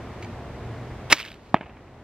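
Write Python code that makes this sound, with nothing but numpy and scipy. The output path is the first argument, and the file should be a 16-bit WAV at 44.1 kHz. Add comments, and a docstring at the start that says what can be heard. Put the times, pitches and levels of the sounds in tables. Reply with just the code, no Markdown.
"""Slingshot arrow beside a wood

Distant traffic rushes as coloured noise, with a wavering engine drone and a thin steady whine on top.
Gear ticks; the arrow scrapes over its rest, the bands slap the frame and flap about, a sleeve rustles.
The arrow thuds into a target: struck modes and a crack, one clear echo and noise returned by the trees.
The slap overloads the camera, whose gain control ducks everything after it and recovers slowly."""
import sys
import numpy as np
from scipy import signal
from scipy.fft import rfft, irfft
from scipy.io import wavfile
from scipy.ndimage import uniform_filter1d

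SR = 44100
rng = np.random.default_rng(int(sys.argv[2]) if len(sys.argv) > 2 else 0)


def bounce(signal):
    """Save signal as a 16-bit WAV file at the path given by the first command-line argument."""
    frames = np.transpose(np.atleast_2d(signal))
    limited = np.clip(frames, -1, 1)
    pcm = np.round(limited * 32767).astype(np.int16)
    wavfile.write(sys.argv[1], SR, pcm)


N = 89831  # samples, about 2 s


def undb(db):
    """Decibels to gain."""
    return 10 ** (np.asarray(db) / 20)


def seconds():
    """Time of each sample."""
    return np.arange(N) / SR


def noise(points):
    """Noise of unit level, coloured by (frequency [Hz], relative level [dB]) points."""
    hz, db = np.array(points, float).T
    f = np.maximum(np.fft.rfftfreq(N, 1 / SR), 1)
    colour = undb(np.interp(np.log(f), np.log(hz), db))
    bass_fall = np.minimum(f / hz[0], 1) ** 2  # below the first point
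    x = irfft(rfft(rng.standard_normal(N)) * colour * bass_fall, N)
    return x / x.std()


def wide(points):
    """Coloured noise that differs a little between left and right."""
    side_db = -17.5
    return noise(points) + undb(side_db) * noise(points) * np.array([[1], [-1]])


def walk(rate):
    """Smooth random wander of unit spread, heading for a new value `rate` times a second."""
    hold = max(int(SR / rate), 1)
    steps = rng.standard_normal(N)[np.arange(N) // hold]
    x = uniform_filter1d(steps, hold)
    return x / x.std()


def burst(start, decay, attack=0.00058):
    """Envelope with a quick rise and an exponential fall; all times in seconds."""
    age = np.maximum(seconds() - start, 0)
    return (1 - np.exp(-age / attack)) * np.exp(-age / decay)


def bursts(rows):
    """Summed envelopes of (time [s], level [dB], decay [s]) rows."""
    return sum(undb(db) * burst(start, decay) for start, db, decay in rows)


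def ring(modes, start):
    """Damped modes (frequency [Hz], level [dB], T60 [s]) struck at one moment."""
    age = np.maximum(seconds() - start, 0)
    onset = np.minimum(age * SR / 2, 1)  # two-sample rise
    total = 0
    for hz, db, t60 in modes:
        fall = np.exp(-np.minimum(np.log(1000) * age / t60, 100))
        total = total + undb(db) * np.cos(2 * np.pi * hz * age) * fall
    return onset * total


def delay(x, lag):
    """Delay by a time in seconds, as a phase slope over frequency."""
    return irfft(rfft(x) * np.exp(-2j * np.pi * np.fft.rfftfreq(N, 1 / SR) * lag), N)


def cut(x, hz, kind):
    """Second-order high-pass or low-pass."""
    return signal.sosfilt(signal.butter(2, min(hz, SR / 2 - 1), kind, fs=SR, output="sos"), x)


def ports(x, pan_db):
    """Two microphone ports that agree in the bass and drift out of phase in the treble."""
    # phase of the left port against the right: (frequency [Hz], phase [rad])
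    port_phase = [(0, 0), (1000, -.08), (2000, -.25), (3500, -.4), (4500, -1.2), (5600, -1.7), (8000, -2.4),
                  (15000, -1.9)]
    turn = np.interp(np.fft.rfftfreq(N, 1 / SR), *np.array(port_phase).T)
    left = irfft(rfft(x[0]) * np.exp(1j * turn), N)
    return np.array([left * undb(pan_db / 2), x[1] * undb(-pan_db / 2)])


def traffic():
    """Rush of distant traffic with fading tyre hiss: mid and side noise, wider in the treble."""
    # colour of the rush: (frequency [Hz], relative level [dB])
    rush_colour = [(15, -49.5), (25, -18), (49, -4.5), (121, -4), (174, -10.5), (225, -8.5), (291, -12.5),
                   (340, -10), (513, -15.5), (631, -14), (861, -17), (1440, -24.5), (2020, -26),
                   (2420, -30), (4610, -41.5), (10300, -55.5), (12000, -59), (15600, -96), (22000, -120)]
    # colour of the tyre hiss: (frequency [Hz], relative level [dB])
    hiss_colour = [(100, -18), (800, 16), (2200, -2), (4500, -14), (9000, -26), (15000, -51)]
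    # stereo width: (frequency [Hz], side against mid [dB])
    side_points = [(60, -46.5), (110, -39), (200, -23.5), (380, -15.5), (700, -18), (1290, -13),
                   (2380, -8.5), (4390, -0.5), (8100, 3.5), (15000, 2.5)]
    rush_db, hiss_db, hiss_fade_s = -37.5, -50, 0.26

    def layer():
        rush = undb(rush_db + 0.4 * walk(8.57)) * noise(rush_colour)
        return rush + undb(hiss_db) * np.exp(-seconds() / hiss_fade_s) * noise(hiss_colour)

    mid, side = layer(), layer()
    hz, db = np.array(side_points, float).T
    width = undb(np.interp(np.log(np.fft.rfftfreq(N, 1 / SR) + 1), np.log(hz), db))
    stereo = mid + irfft(rfft(side) * width, N) * np.array([[1], [-1]])
    return cut(stereo, hz=11900, kind="low")


def drone():
    """Distant engine: one sine whose pitch and level waver at random."""
    # swells of the engine: (time [s], level [dB])
    engine_level = [(0, -49.5), (.5, -48), (.7, -35.5), (1.1, -46), (1.3, -52), (1.65, -61), (2.03, -46)]
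    centre_hz, pitch_wander = 119, 0.018  # wander as a fraction of the pitch
    level_db = np.interp(seconds(), *np.array(engine_level).T) + 2 * walk(13)
    hz = centre_hz * (1 + pitch_wander * walk(10))
    return undb(level_db) * np.sin(2 * np.pi * np.cumsum(hz) / SR)


def whine():
    """Faint, steady, very high sine."""
    whine_hz, level_db = 13000, -78.5
    return undb(level_db) * np.sin(2 * np.pi * whine_hz * seconds())


def ticks():
    """Small ticks of the gear: tiny bursts of mid-bright noise."""
    # (time [s], level [dB], decay [s])
    tick_times = [(.2237, -29, 0.0012), (.2270, -30, 0.0015), (.230, -42.5, 0.012), (.2452, -43, 0.005),
                  (1.470, -46, .003)]
    # colour of a tick: (frequency [Hz], relative level [dB])
    tick_colour = [(500, -24), (1800, -6), (2250, 7), (2900, -0.5), (3500, -10), (4500, -4), (5500, -17.5),
                   (6600, -10), (8500, -22), (14000, -32)]
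    return bursts(tick_times) * wide(tick_colour)


def scrape():
    """The arrow jolts its rest, which rings, and rubs over it as rough noise while the bands contract."""
    # colour of the rubbing: (frequency [Hz], relative level [dB])
    rub_colour = [(60, -11.5), (250, -0.5), (900, -1), (1800, -4), (2900, 1), (4500, -9.5), (8000, -12),
                  (15000, -22)]
    # the arrow's rest ringing at release: (frequency [Hz], level [dB], T60 [s])
    rest_modes = [(3150, -25.5, .022), (2600, -27.5, .04)]
    release_s, length_s, attack_s = 1.1005, 0.029, 0.0019
    rub_db, roughness = -25.5, 0.26
    swell_db, swell_s = -9, 0.0024
    time_left = release_s + length_s - seconds()
    gate = burst(release_s, 0.92, attack=attack_s) * np.clip(time_left / 0.002, 0, 1)
    swell = undb(swell_db) * np.exp(-np.abs(time_left) / swell_s)  # grows sharply towards the end
    level = (undb(rub_db) + swell) * gate * np.exp(roughness * walk(700))
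    return level * wide(rub_colour) + ring(rest_modes, release_s)


def slap():
    """The bands hit the frame in quick succession: cracks, ringing modes and a short wash of noise."""
    # frame and bands: (frequency at pitch ratio 1 [Hz], relative level [dB], T60 [s])
    frame_modes = [(310, -10.5, 0.055), (616, -13.5, 0.038), (1310, -4, 0.028), (1955, -2.2, 0.017),
                   (2070, 0.5, 0.014), (2310, -1, 0.032), (2560, -13.5, .025), (2893, -9.5, 0.023),
                   (3300, -14, 0.02), (3830, -8, 0.023), (4220, -14.5, 0.04), (4846, -3, 0.022),
                   (5950, -7, 0.039), (7461, -31, 0.035)]
    # blows on the frame: (time [s], relative level [dB], pitch ratio [1])
    blows = [(1.1229, -6, 0.97), (1.1249, -4, 1.06), (1.1259, 3, 1.056), (1.12703, 2.5, 1.005),
             (1.1281, 7.5, .983), (1.1335, -8.5, .986)]
    # colour of rubber smacking: (frequency [Hz], relative level [dB])
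    smack_colour = [(60, -26), (150, -15.5), (300, -4), (500, -12.5), (760, -4), (1200, -6.5), (1600, -14),
                    (2000, 0), (2300, 1), (2900, -2.5), (4000, -8.5), (6500, -12), (10000, -22.5),
                    (15000, -34)]
    # colour of the wash: (frequency [Hz], relative level [dB])
    wash_colour = [(100, -13), (1000, -5.5), (2800, -7), (4500, -7.5), (7000, -14), (10500, -26),
                   (13000, -24), (15500, -23.5)]
    ring_db, crack_db, crack_s = -7.5, -6, 0.0016
    wash_start_s, wash_db, wash_s = 1.1266, -13, 0.014
    frame, cracks = 0, 0
    for start, db, pitch in blows:
        shifted = [(hz * pitch, level, t60) for hz, level, t60 in frame_modes]
        frame = frame + undb(db) * ring(shifted, start)
        cracks = cracks + undb(db) * burst(start, crack_s)
    frame = cut(frame, hz=6485, kind="low")
    wash = undb(wash_db) * burst(wash_start_s, wash_s) * wide(wash_colour)
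    return undb(ring_db) * frame + undb(crack_db) * cracks * wide(smack_colour) + wash


def bands():
    """The slack bands flutter and flap: noise smacks, each with a damped knock at its own pitch."""
    # (time [s], level of the smack [dB], decay of the smack [s], pitch of the knock [Hz])
    flaps = [(1.1700, -22, .0015, 3600), (1.1826, -18.5, 0.0028, 2430), (1.1903, -22, 0.0018, 3000),
             (1.1930, -21.5, .004, 2400), (1.1984, -21, .0015, 3100), (1.2001, -18.5, .003, 2600),
             (1.2030, -23, 0.0043, 1300), (1.2108, -21, 0.0032, 2400), (1.2212, -29, 0.0014, 3590),
             (1.2290, -19, .001, 3000), (1.2374, -25, 0.00094, 2500), (1.2436, -22.5, 0.00088, 2180),
             (1.25, -22.5, 0.0015, 1720), (1.2585, -26, 0.0035, 2900), (1.2640, -26, 0.0016, 2240),
             (1.2710, -33, 0.0016, 2100), (1.2765, -27, .0015, 3000), (1.2799, -27, .0012, 2500),
             (1.2839, -25, 0.0012, 3130), (1.2885, -35, .002, 2600), (1.3022, -31, 0.0029, 3360),
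             (1.3282, -33, .0012, 3800), (1.3410, -33, 0.0039, 2640)]
    # colour of flaps and flutter: (frequency [Hz], relative level [dB])
    flap_colour = [(100, -22.5), (700, -14), (1400, -6), (2200, -2), (3300, -5), (4800, -9.5),
                   (6500, -19.5), (8500, -20), (10500, -33), (13000, -21.5), (15500, -37.5)]
    flutter_s, flutter_db, flutter_decay_s, roughness = 1.145, -29.5, 0.1, 0.55
    still_s, settle_s = 1.382, 0.06
    knock_db, knock_t60_s = 1.5, 0.013  # knock level against the smack
    flutter = undb(flutter_db) * burst(flutter_s, flutter_decay_s) * np.exp(roughness * walk(370))
    moving = np.clip((still_s - seconds()) / settle_s, 0, 1)  # the flutter dies out
    smacks = bursts([row[:3] for row in flaps])
    knocks = sum(ring([(hz, db + knock_db, knock_t60_s)], start) for start, db, _, hz in flaps)
    # the two envelopes add as powers
    return np.hypot(smacks, moving * flutter) * wide(flap_colour) + cut(knocks, hz=5000, kind="low")


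def sleeve():
    """A faint rustle as the arm sinks: uneven noise under a bell-shaped swell."""
    # colour of the cloth: (frequency [Hz], relative level [dB])
    cloth_colour = [(500, -12), (2000, -3.5), (4200, -1.5), (6000, -10), (9000, -16), (14000, -24)]
    centre_s, width_s, level_db = 1.45, 0.13, -57
    swell = np.exp(-((seconds() - centre_s) / width_s) ** 2 + 0.3 * walk(90))
    return undb(level_db) * swell * wide(cloth_colour)


def target(hit_s=1.5431):
    """A short push sets the target's modes thudding while the point cracks in; ground and wood answer."""
    # resonances of the target: (frequency [Hz], relative level [dB], T60 [s])
    target_modes = [(228, -3.5, 0.0095), (630, 3, 0.007), (1160, -1, 0.0055), (1646, -7, 0.011),
                    (2430, 0, .007)]
    # the target hums on briefly: (frequency [Hz], level [dB], T60 [s])
    hum_modes = [(688, -28, 0.17)]
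    # crack of the point going in: (frequency [Hz], relative level [dB])
    split_colour = [(700, -16), (1500, 0.5), (2400, -2), (3100, -4), (3900, -11), (5600, -33),
                    (8000, -36.5), (9500, -71)]
    contact_s, thud_db, low_hz, crack_db = 0.0004, 12, 155, -5
    ground_lag_s, ground_db = 0.000995, -1.5
    push = np.exp(-((seconds() - contact_s) / (contact_s / 2)) ** 2)
    struck = signal.fftconvolve(ring(target_modes, hit_s), push / push.sum())[:N]
    thud = undb(thud_db) * cut(struck, low_hz, "high")
    ground = undb(ground_db) * delay(thud, ground_lag_s)  # mirror image of the thud
    crack = undb(crack_db) * burst(hit_s + contact_s, 0.0016) * noise(split_colour)
    hum = ring(hum_modes, hit_s)
    return thud + ground + crack + hum + clear_echo(thud, crack, hit_s) + trees(hit_s)


def clear_echo(thud, crack, hit_s):
    """One booming echo: thud and crack return late and dull, with an added bass mode."""
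    # bass that comes back with it: (frequency [Hz], level [dB], T60 [s])
    boom_modes = [(175, -20, 0.031)]
    lag_s, thud_db, crack_db, top_hz = 0.0668, -26.5, -11, 3000
    returned = undb(thud_db) * thud + undb(crack_db) * crack + ring(boom_modes, hit_s)
    return delay(cut(returned, hz=top_hz, kind="low"), lag_s)


def trees(hit_s):
    """The trees scatter the hit: separate noise returns over a rough, decaying haze."""
    # scattered returns: (time [s], level [dB], decay [s])
    returns = [(1.5514, -10.5, 0.0018), (1.5562, -18.5, .0025), (1.5625, -19.5, .004), (1.5660, -22, .003),
               (1.5700, -25.5, .004), (1.6090, -25, .002), (1.6148, -26, 0.0035), (1.622, -32, 0.0046),
               (1.629, -30, 0.0048), (1.647, -34, .003), (1.657, -32.5, 0.0095), (1.664, -36.5, 0.0045),
               (1.695, -35, .008), (1.768, -33.5, .004)]
    # colour of the wood: (frequency [Hz], relative level [dB])
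    wood_colour = [(60, -22), (180, -9.5), (400, -2), (700, 2), (1500, -6.5), (2700, -7), (4200, -30),
                   (7000, -45), (9000, -65), (15000, -73)]
    haze_db, decay_s, roughness = -37, 0.14, 0.55
    haze = undb(haze_db) * burst(hit_s, decay_s, attack=0.018) * np.exp(roughness * walk(450))
    return np.hypot(bursts(returns), haze) * wide(wood_colour)


def scene():
    """Slingshot close by, target farther off, the outdoors and the whine."""
    near_pan_db, far_pan_db = -1.36, -1.5  # left against right
    outdoors = traffic() + drone() + whine()
    near = ticks() + scrape() + slap() + bands() + sleeve()
    return outdoors + ports(near, near_pan_db) + ports(target(), far_pan_db)


def record(dry):
    """One gain control shared by both channels ducks loud peaks; then soft clipping and a steep low-pass."""
    threshold_db, range_db = 0.5, 9.5
    attack_s, release_db_per_s, top_hz = 0.002, 1.9, 15800
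    peak_db = 20 * np.log10(np.abs(dry).max(0) + 1e-9)  # the louder channel at each sample
    over_db = np.clip(peak_db - threshold_db, 0, range_db)
    recovery = release_db_per_s * seconds()
    held_db = np.maximum.accumulate(over_db + recovery) - recovery  # peak hold that slides back
    pole = np.exp(-1 / (attack_s * SR))
    duck_db = signal.lfilter([1 - pole], [1, -pole], held_db)
    x = dry * undb(-duck_db)
    x = x / (1 + x ** 6) ** (1 / 6)  # soft clip
    return signal.sosfilt(signal.ellip(8, 0.2, 70, top_hz, fs=SR, output="sos"), x)


dry = scene()
out = record(dry)
bounce(out)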